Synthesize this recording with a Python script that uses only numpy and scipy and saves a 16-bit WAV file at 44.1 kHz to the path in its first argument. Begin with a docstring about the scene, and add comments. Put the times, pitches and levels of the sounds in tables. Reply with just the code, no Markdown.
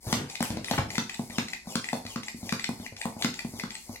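"""A plastic hand pump draws the air out of a storage bag on a carpet, about three strokes a second.
It opens on a push: air hisses through the lengthening barrel, the seal swishes, the bag crumples,
and the piston knocks at the end of its travel, with a thin squeal. Then the pull whistles through the
ticking valve, and the plastic snaps. After the first second the bag and the squeals fall silent;
the strokes carry on to the end, each ringing briefly in the small room."""
import sys
import numpy as np
from scipy import signal
from scipy.fft import rfft, irfft
from scipy.io import wavfile
from scipy.ndimage import uniform_filter1d

SR = 44100
rng = np.random.default_rng(int(sys.argv[2]) if len(sys.argv) > 2 else 0)


def store_wav(level_fs):
    """Save 16-bit WAV to argv[1]."""
    pcm = np.round(np.clip(np.atleast_2d(level_fs), -1, 1) * 32767)
    wavfile.write(sys.argv[1], SR, pcm.T.astype(np.int16))


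N = 176400
T = np.arange(N) / SR


def from_db(db):
    """Decibels to gain."""
    return 10 ** (np.asarray(db) / 20)


def at_hz(points, hz):
    """Read a curve on a log-frequency axis."""
    freqs, values = np.transpose(points)
    return np.interp(np.log(hz + 1), np.log(freqs), values)


def noise(spectrum):
    """Coloured noise of rms 1."""
    eq = from_db(at_hz(spectrum, np.fft.rfftfreq(N, 1 / SR)))
    x = irfft(rfft(rng.standard_normal(N)) * eq, N)
    return x / x.std()


def highs(x, hz):
    """A gentle high-pass."""
    return signal.sosfilt(signal.butter(1, hz, "high", fs=SR, output="sos"), x)


def impulses(times, db):
    """One impulse per event."""
    x = np.zeros(N)
    x[np.clip((times * SR).astype(int), 0, N - 1)] = from_db(db)
    return x + 1e-18


def swell(u):
    """An envelope that peaks at u = 1 and dies away."""
    return u * np.exp(1 - u)


def burst(times, db, spectrum, attack_s):
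    """Short noise bursts that peak after attack_s and die away."""
    r = np.exp(-1 / (attack_s * SR))
    envelope = signal.lfilter([0, np.e / (attack_s * SR)], [1, -2 * r, r * r], impulses(times, db))
    return envelope * noise(spectrum)


def strike(times, db, modes):
    """Soft blows on damped modes, each slightly detuned."""
    out, t = np.zeros(N + SR), T[:SR // 8]
    detunes = 1 + .025 * rng.standard_normal((len(times), len(modes)))
    for start, level_db, detune in zip(times, db, detunes):
        i = int(start * SR)
        for (hz, mode_db, attack_s), ratio in zip(modes, detune):
            tone = np.sin(2 * np.pi * hz * ratio * t)
            out[i:i + len(t)] += from_db(level_db + mode_db) * swell(t / attack_s) * tone
    return out[:N]


def gliding(hz, width_hz):
    """Air noise in a narrow resonance whose centre moves."""
    r = np.exp(-np.pi * width_hz / SR)
    sway = signal.lfilter([np.sqrt(1 - r * r)], [1, -r], rng.standard_normal((2, N)))
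    sway = signal.sosfilt(signal.butter(1, 2 * width_hz, fs=SR, output="sos"), sway)
    phase = 2 * np.pi * np.cumsum(hz) / SR
    return sway[0] * np.cos(phase) + sway[1] * np.sin(phase)


def flutter():
    """Fast, uneven flutter of the air stream; rms 1."""
    x = uniform_filter1d(rng.standard_normal(N), int(.002 * SR))
    return x / x.std()


# stereo image of the room: (frequency [Hz], left-right correlation [0-1])
LIKENESS = [(60, 0.27), (200, 0.9), (400, 0.73), (800, 0), (1600, 0), (16000, 0)]
def widen(mid, side, hz):
    """Two noises become left and right, narrow in the low mids and wide on top."""
    alike = np.clip(at_hz(LIKENESS, hz), 0, 1)
    mid, side = np.sqrt(1 + alike) * mid, np.sqrt(1 - alike) * side
    return np.array([mid + side, mid - side]) / np.sqrt(2)


# room tone EQ: (frequency [Hz], level [dB])
ROOM_TONE_EQ = [(25, 27), (65, 22), (120, -3), (250, 5.5), (500, -43), (1500, -54), (16000, -102)]
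def room_tone():
    """A faint, low bed, close to the centre."""
    return from_db(-54.5) * widen(noise(ROOM_TONE_EQ), noise(ROOM_TONE_EQ), hz=290)


# seal friction EQ: (frequency [Hz], level [dB])
RUB_EQ = [(200, -31), (900, 8), (1500, -6), (2200, 15.5), (3200, -38), (4400, 9), (5500, 5), (7000, -2),
          (11500, 1), (12500, -15), (16000, -18)]
def seal_rub():
    """The seal rubs softly under all the strokes, after a quick fade-in."""
    return from_db(-61) * noise(RUB_EQ) * np.minimum(T / 0.031, 1)


# push cues: (end [s], length [s], hiss level [dB], barrel resonance level [dB])
PUSHES = [(0.17, 0.18, -39, -55), (0.474, 0.12, -52, -48), (0.744, 0.15, -45.5, -51.5),
          (0.986, .11, -44.5, -58), (1.41, 0.18, -47.5, -54), (1.755, 0.15, -45.5, -57),
          (2.171, 0.21, -53, -57.5), (2.518, 0.17, -46, -64), (2.89, 0.17, -51, -61.5),
          (3.273, 0.15, -43, -58), (3.632, 0.15, -45, -61.5), (3.978, 0.16, -47.5, -66.5)]
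# piston hiss EQ: (frequency [Hz], level [dB])
PUSH_EQ = [(300, 14.5), (900, 14), (1600, -11), (3000, -35), (4500, 6.5), (6500, 6), (9000, -4.5),
           (11500, 6), (12500, 2.5), (16000, -7)]
# air column resonances: (multiple of the lowest, level [dB], width [Hz])
BARREL_MODES = [(1, -1, 80), (3, 6, 70), (5, 2, 110), (7, 1, 150), (9, -3, 200)]
def pushes(start_hz=1750, end_hz=730, skew=2.27):
    """Air hisses past the piston; the barrel's odd resonances fall as its air column lengthens."""
    hiss, barrel, travel = np.zeros((3, N))
    for end, length, hiss_db, barrel_db in PUSHES:
        u = np.clip((T - end) / length + 1, 0, 1)
        speed = np.abs(np.sin(np.pi * u ** skew))  # peaks late in the stroke
        hiss += from_db(hiss_db) * speed
        barrel += from_db(barrel_db) * speed
        travel += u ** 2 * (u < 1)
    hz = 1 / (1 / start_hz + travel * (1 / end_hz - 1 / start_hz))
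    tones = sum(from_db(db) * gliding(multiple * hz, width) for multiple, db, width in BARREL_MODES)
    return hiss * noise(PUSH_EQ) + barrel * tones


# seal slide cues: (middle [s], length [s], level [dB])
SWISHES = [(0.056, 0.11, -51.5), (.47, 0.09, -49), (0.764, 0.07, -43.5), (1.236, 0.19, -53),
           (1.95, 0.12, -50), (2.114, 0.076, -52), (2.391, 0.083, -51.5), (2.751, 0.27, -57.5),
           (3.095, 0.15, -57.5), (3.489, 0.12, -51.5), (3.843, 0.18, -54)]
# swish EQ: (frequency [Hz], level [dB])
SWISH_EQ = [(1500, -30), (4500, -2), (7000, 0), (11700, -0.5), (12600, -1), (16000, -7.5)]
def seal_swishes():
    """The seal slides along the barrel with a bright swish, loudest in mid-travel."""
    level = sum(from_db(db) * np.maximum(1 - (2 * (T - middle) / length) ** 2, 0)
                for middle, length, db in SWISHES)
    return level * noise(SWISH_EQ)


# bag cues: (time [s], attack [s], rumble level [dB], crinkle level [dB])
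CRUMPLES = [(.06, 0.031, -39.5, -51), (0.151, 0.031, -34.5, -44.5), (0.498, 0.035, -37, -51.5),
            (0.733, 0.004, -29, -32), (.778, 0.0034, -25, -25.5), (0.795, 0.032, -38, -57)]
# EQs of the bag's low and mid layers: (frequency [Hz], level [dB])
RUMBLE_EQ = [(30, -9), (65, -3.5), (115, 8), (250, 4), (500, -6), (1000, -42), (4000, -68)]
CRINKLE_EQ = [(200, -19), (900, 5.5), (1600, 6), (3000, 2), (7000, -38), (16000, -44)]
def bag():
    """The bag rumbles and crinkles as the pump drags it on the carpet."""
    rumble, crinkle = np.zeros((2, N))
    for start, attack_s, rumble_db, crinkle_db in CRUMPLES:
        envelope = swell(np.maximum(T - start, 0) / attack_s)
        rumble += from_db(rumble_db) * envelope
        crinkle += from_db(crinkle_db) * envelope
    return rumble * noise(RUMBLE_EQ) + crinkle * noise(CRINKLE_EQ)


def clacks(times, db, start_hz, attack_s=.0021, fall_s=.0068):
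    """The hollow middle of a knock: a pop of a few cycles whose pitch drops quickly."""
    out, t = np.zeros(N + SR), T[:SR // 50]
    envelope = swell(t / attack_s) ** 3
    for start, level_db, hz in zip(times, db, start_hz):
        i = int(start * SR)
        phase = 2 * np.pi * hz * fall_s * (1 - np.exp(-t / fall_s))
        out[i:i + len(t)] += from_db(level_db) * envelope * np.sin(phase)
    return out[:N]


# knock cues, with each layer's fader before its trim:
# (time [s], floor thud [dB], body thump [dB], clack [dB], crack [dB], clack's starting pitch [Hz])
KNOCKS = [(0.068, -25.5, -48, -42.5, -53, 890), (0.1264, -50, -23.5, -30.5, -19.5, 1860),
          (0.405, -42, -24.5, -33, -31.5, 1056), (0.503, -26, -29.5, -40, -37.5, 980),
          (0.57, -50, -29.5, -36.5, -38, 920), (0.7107, -49, -25.5, -27, -26.5, 1130),
          (0.735, -53, -59, -38.5, -40, 1340), (0.7833, -48, -34, -32.5, -33.5, 1974),
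          (.787, -19, -47, -28, -62, 1150), (0.98, -60, -24, -34, -25, 1990),
          (1.1929, -55, -25.5, -38, -46, 1100), (1.298, -41, -39.5, -49, -45.5, 1040),
          (1.3823, -43, -23.5, -33, -24.5, 2012), (1.671, -47, -36.5, -44.5, -68, 1080),
          (1.7543, -58, -26, -33.5, -27, 1920), (1.9296, -55, -26.5, -28.5, -34.5, 1125),
          (2.051, -36, -39, -47.5, -44, 884), (2.159, -49, -28.5, -36, -35.5, 1700),
          (2.344, -45, -36, -66, -66, 909), (2.429, -35, -35.5, -48.5, -55, 1060),
          (2.5232, -45, -24.5, -32.5, -28, 1940), (2.69, -45, -26, -37, -61, 1136),
          (2.798, -40, -37, -52.5, -52, 990), (2.922, -38.5, -48, -47.5, -73, 710),
          (3.0539, -47, -28, -31.5, -61, 1206), (3.165, -39, -38, -45, -70, 1007),
          (3.245, -57, -22.5, -30, -24.5, 2016), (3.447, -57, -28.5, -44.5, -52, 1080),
          (3.536, -38, -39, -50.5, -75, 977), (3.635, -65, -30.5, -39.5, -38.5, 1800),
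          (3.893, -36.5, -35.5, -47, -70, 1090)]
# weight of the pump body and the floor: (frequency [Hz], level [dB], attack [s])
BODY_MODES = [(181.2, -3.5, 0.0052), (226.3, 4.5, 0.0042), (286, -9, 0.0018)]
FLOOR_MODES = [(74, -14, 0.0092), (107.3, 0, 0.0054)]
# crack EQ: (frequency [Hz], level [dB])
CRACK_EQ = [(400, -16), (900, 6), (1400, -4.5), (2000, 5.5), (2800, 0.5), (4200, 4.5), (7000, -4),
            (10000, -17.5), (16000, -19)]
def knocks(crack_trim_db=2.5, clack_trim_db=9):
    """The piston hits its stops with a crack and a clack, and the pump thumps on the floor."""
    times, thud_db, thump_db, clack_db, crack_db, clack_hz = np.transpose(KNOCKS)
    thump = strike(times + 0.0012, thump_db, BODY_MODES)
    thud = strike(times, thud_db, FLOOR_MODES)
    crack = burst(times, crack_db + crack_trim_db, CRACK_EQ, attack_s=0.0016)
    clack = clacks(times, clack_db + clack_trim_db, clack_hz)
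    return thump + thud + crack - clack


# room resonances: (frequency [Hz], level [dB], 60 dB decay [s])
ROOM_LOW_MODES = [(113.3, -16.5, 0.33), (176.1, -22, 0.53), (222.7, -17.5, 0.55), (286, -19, 0.37),
                  (366.6, -25, 0.69)]
ROOM_MID_MODES = [(464, -12.5, 0.35), (542, -9.5, 0.22), (678, -14.5, 0.26), (848, -7.5, 0.062),
                  (1017, -9, 0.11), (1283, -28.5, 0.31), (1475, -21, 0.24)]
PREDELAY_S = 0.00422
def room_boom():
    """Thumps set the room's low modes ringing, clacks its middle ones."""
    times, _, thump_db, clack_db, _, _ = np.transpose(KNOCKS)
    boom = np.zeros(N)
    for hit_db, modes in ((thump_db, ROOM_LOW_MODES), (clack_db, ROOM_MID_MODES)):
        hits = impulses(times + PREDELAY_S, hit_db)
        for hz, db, t60 in modes:
            r, w = from_db(-60 / (t60 * SR)), 2 * np.pi * hz / SR
            boom += from_db(db) * signal.lfilter([0, np.sin(w)], [1, -2 * r * np.cos(w), r * r], hits)
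    return boom


# squeal cues: (start [s], end [s], starting pitch [Hz], final pitch [Hz], level [dB])
SQUEALS = [(.075, .135, 4000, 10400, -44), (.635, .72, 5500, 11500, -44)]
def seal_squeals():
    """On two early, hard pushes the seal squeals, climbing and growing until the piston stops."""
    level, hz = np.zeros((2, N))
    for start, end, low_hz, high_hz, db in SQUEALS:
        u = np.clip((T - start) / (end - start), 0, 1)
        rise = np.sin(np.pi / 2 * u) * (u < 1)
        level += from_db(db) * rise
        hz = np.where(rise > 0, low_hz + (high_hz - low_hz) * rise, hz)
    return level * gliding(hz, width_hz=120)


# valve air cues: (middle [s], length [s], top pitch [Hz], whistle level [dB], hiss level [dB])
RUSHES = [(0.334, 0.11, 6600, -53.5, -47), (0.50, .1, 10440, -55, -51), (0.942, .12, 7500, -52, -46.5),
          (1.138, .12, 7840, -53.5, -52), (1.523, .11, 7440, -54.5, -53.5), (1.731, .11, 7600, -53.5, -55),
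          (1.895, .13, 8240, -50.5, -51), (2.103, 0.08, 6940, -56, -53.5), (2.282, .12, 7680, -48.5, -51.5),
          (2.497, 0.11, 7240, -57, -50), (2.639, .11, 8100, -50, -55), (3.024, .11, 8420, -51, -45.5),
          (3.227, .09, 8510, -51, -43), (3.388, .11, 7530, -53.5, -51), (3.749, .12, 8150, -50.5, -54.5)]
# whistle partials: (ratio to the pitch, level [dB])
WHISTLE_PARTIALS = [(1 / 3, -8), (1, 2), (5 / 3, -10)]
# valve hiss EQ: (frequency [Hz], level [dB])
PULL_EQ = [(300, -4), (900, 25), (1500, -46), (2200, 13), (3100, 11), (4400, -2), (5500, 3), (7200, 14),
           (9000, 6.5), (11500, 9), (12500, -6), (16000, -9)]
def valve_rushes(sag=.42, fade_db=9, waver=.007):
    """The valve hisses and the barrel's air column whistles; the pitch climbs to its top mid-stroke and falls
    again, fading as it turns down."""
    hiss, whistle, hz = np.zeros((3, N))
    for middle, length, top_hz, whistle_db, hiss_db in RUSHES:
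        u = np.clip(2 * (T - middle) / length, -1, 1)
        speed = 1 - u ** 2
        hiss += from_db(hiss_db) * speed
        whistle += from_db(whistle_db - fade_db * np.maximum(u, 0)) * np.sqrt(speed)
        hz = np.where(speed > 0, top_hz * (1 - sag * (1 - speed)), hz)
    hz = hz * (1 + waver * flutter())
    tones = sum(from_db(db) * gliding(ratio * hz, width_hz=120) for ratio, db in WHISTLE_PARTIALS)
    return hiss * noise(PULL_EQ) + whistle * tones


# tick cues: (time [s], ring level [dB], click level before trim [dB])
TICKS = [(0.298, -47, -43.5), (0.3534, -36, -41), (0.644, -41.5, -40.5), (0.683, -35, -62),
         (0.903, -40, -43.5), (0.954, -34.5, -41), (1.095, -35.5, -41), (1.143, -42.5, -42),
         (1.305, -44.5, -56), (1.483, -45, -43.5), (1.533, -32.5, -39.5), (1.842, -36, -44),
         (1.8869, -32.5, -43), (2.064, -44, -45), (2.232, -46.5, -45.5), (2.282, -34.5, -43),
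         (2.492, -34.5, -40), (2.595, -33.5, -44), (2.6417, -29.5, -35), (2.863, -37, -49.5),
         (2.965, -53, -47.5), (3.014, -34.5, -42.5), (3.2228, -34.5, -34.5), (3.34, -46, -43.5),
         (3.391, -33.5, -41), (3.597, -34, -39.5), (3.705, -43.5, -44.5), (3.752, -41.5, -44.5),
         (3.959, -43.5, -52)]
# ring of the flap: (frequency [Hz], level [dB], attack [s])
VALVE_MODES = [(2012, 8, 0.0012), (2387, 5, 0.0012), (804, -12, 0.0023)]
# click EQ: (frequency [Hz], level [dB])
CLICK_EQ = [(600, -23), (1200, 9), (3000, 15), (4400, 18.5), (5500, 12.5), (6800, 11), (10000, 0),
            (16000, -5)]
def valve_ticks(click_trim_db=8):
    """The valve flap clicks and rings."""
    times, ring_db, click_db = np.transpose(TICKS)
    ring = strike(times, ring_db, VALVE_MODES)
    return ring + burst(times, click_db + click_trim_db, CLICK_EQ, attack_s=0.0017)


# snap cues: (time [s], level [dB])
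SNAPS = [(.407, -33), (.427, -16.5), (1.756, -24), (2.525, -27), (2.691, -32), (3.0555, -28)]
# snap EQ: (frequency [Hz], level [dB])
SNAP_EQ = [(800, 8), (2000, 2.5), (6500, -3.5), (8400, 7), (10000, -1), (16000, -6.5)]
def plastic_snaps():
    """Now and then the plastic gives a tight, bright snap."""
    times, db = np.transpose(SNAPS)
    return burst(times, db, SNAP_EQ, attack_s=.0005)


# early reflections: (delay [s], level [dB])
ECHOES = [(0.0214, -10), (0.0411, -11.5), (0.0695, -19)]
def echoes(x):
    """A few dull slaps from the ceiling and walls."""
    dull = x - highs(x, 850)
    return sum(from_db(db) * np.interp(T - delay_s, T, dull, left=0) for delay_s, db in ECHOES)


# reverb EQ: (frequency [Hz], level [dB])
REVERB_EQ = [(100, -22), (250, -17), (500, -7), (850, -5), (1300, -2), (2000, -2), (4000, 0), (8000, -.5),
             (16000, -2)]
# reverb length: (frequency [Hz], 60 dB decay [s])
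REVERB_T60 = [(100, 0.63), (500, 0.43), (2000, 0.29), (5000, 0.33), (10000, 0.37), (16000, 0.22)]
def reverb(x):
    """The room's diffuse tail dies band by band."""
    t, edges = T[:SR // 2], np.geomspace(80, 18000, 17)
    white, tail = rng.standard_normal((2, 2, len(t))), 0
    for k, (low, high) in enumerate(zip(edges, edges[1:])):
        hz = np.sqrt(low * high)
        bandpass = signal.butter(2, [low, high], "band", fs=SR, output="sos")
        band = widen(*signal.sosfilt(bandpass, white[k % 2]), hz)
        tail = tail + band * from_db(at_hz(REVERB_EQ, hz) - 60 * t / at_hz(REVERB_T60, hz))
    tail *= np.clip(t / PREDELAY_S - 1, 0, 1)
    tail /= np.sqrt(np.mean(np.sum(tail ** 2, axis=1)))
    return signal.fftconvolve(x[None], tail, axes=1)[:, :N]


def moving_reverb(x, count=9, step_s=.05):
    """Hand and pump move, so the reflections keep changing: the send crossfades round several tails."""
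    wet = 0
    for k in range(count):
        distance = np.abs((T / step_s - k) % count - count / 2)
        wet = wet + reverb(x * np.cos(np.pi / 2 * np.minimum(distance, 1)))
    return wet


def pan_left(x, shelf_db=2.46, shelf_hz=530, lag_samples=5):
    """The left side is brighter; the right is duller and slightly late."""
    left, right = (x + (from_db(db) - 1) * highs(x, shelf_hz) for db in (shelf_db, -shelf_db))
    return np.array([left, np.pad(right, (lag_samples, 0))[:N]])


def scene():
    """The mix: the pump a little to the left in a quiet room, knocks and bag wettest, air driest."""
    hits = knocks() + bag()
    ticks = valve_ticks() + plastic_snaps()
    air = seal_rub() + pushes() + valve_rushes() + seal_swishes()
    grit = from_db(2.5 * flutter())
    air = air * grit + seal_squeals()
    direct = pan_left(hits + ticks + air)
    send = from_db(-1) * hits + from_db(-3) * ticks + from_db(-4) * air
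    return direct + room_tone() + echoes(hits) + moving_reverb(send) + room_boom()


def record(dry):
    """Master EQ: a soft low cut and a steep high cut."""
    low_cut = signal.butter(2, 59, "high", fs=SR, output="sos")
    high_cut = signal.ellip(10, .2, 80, 16100, fs=SR, output="sos")
    return signal.sosfilt(high_cut, signal.sosfilt(low_cut, dry))


dry = scene()
out = record(dry)
store_wav(out)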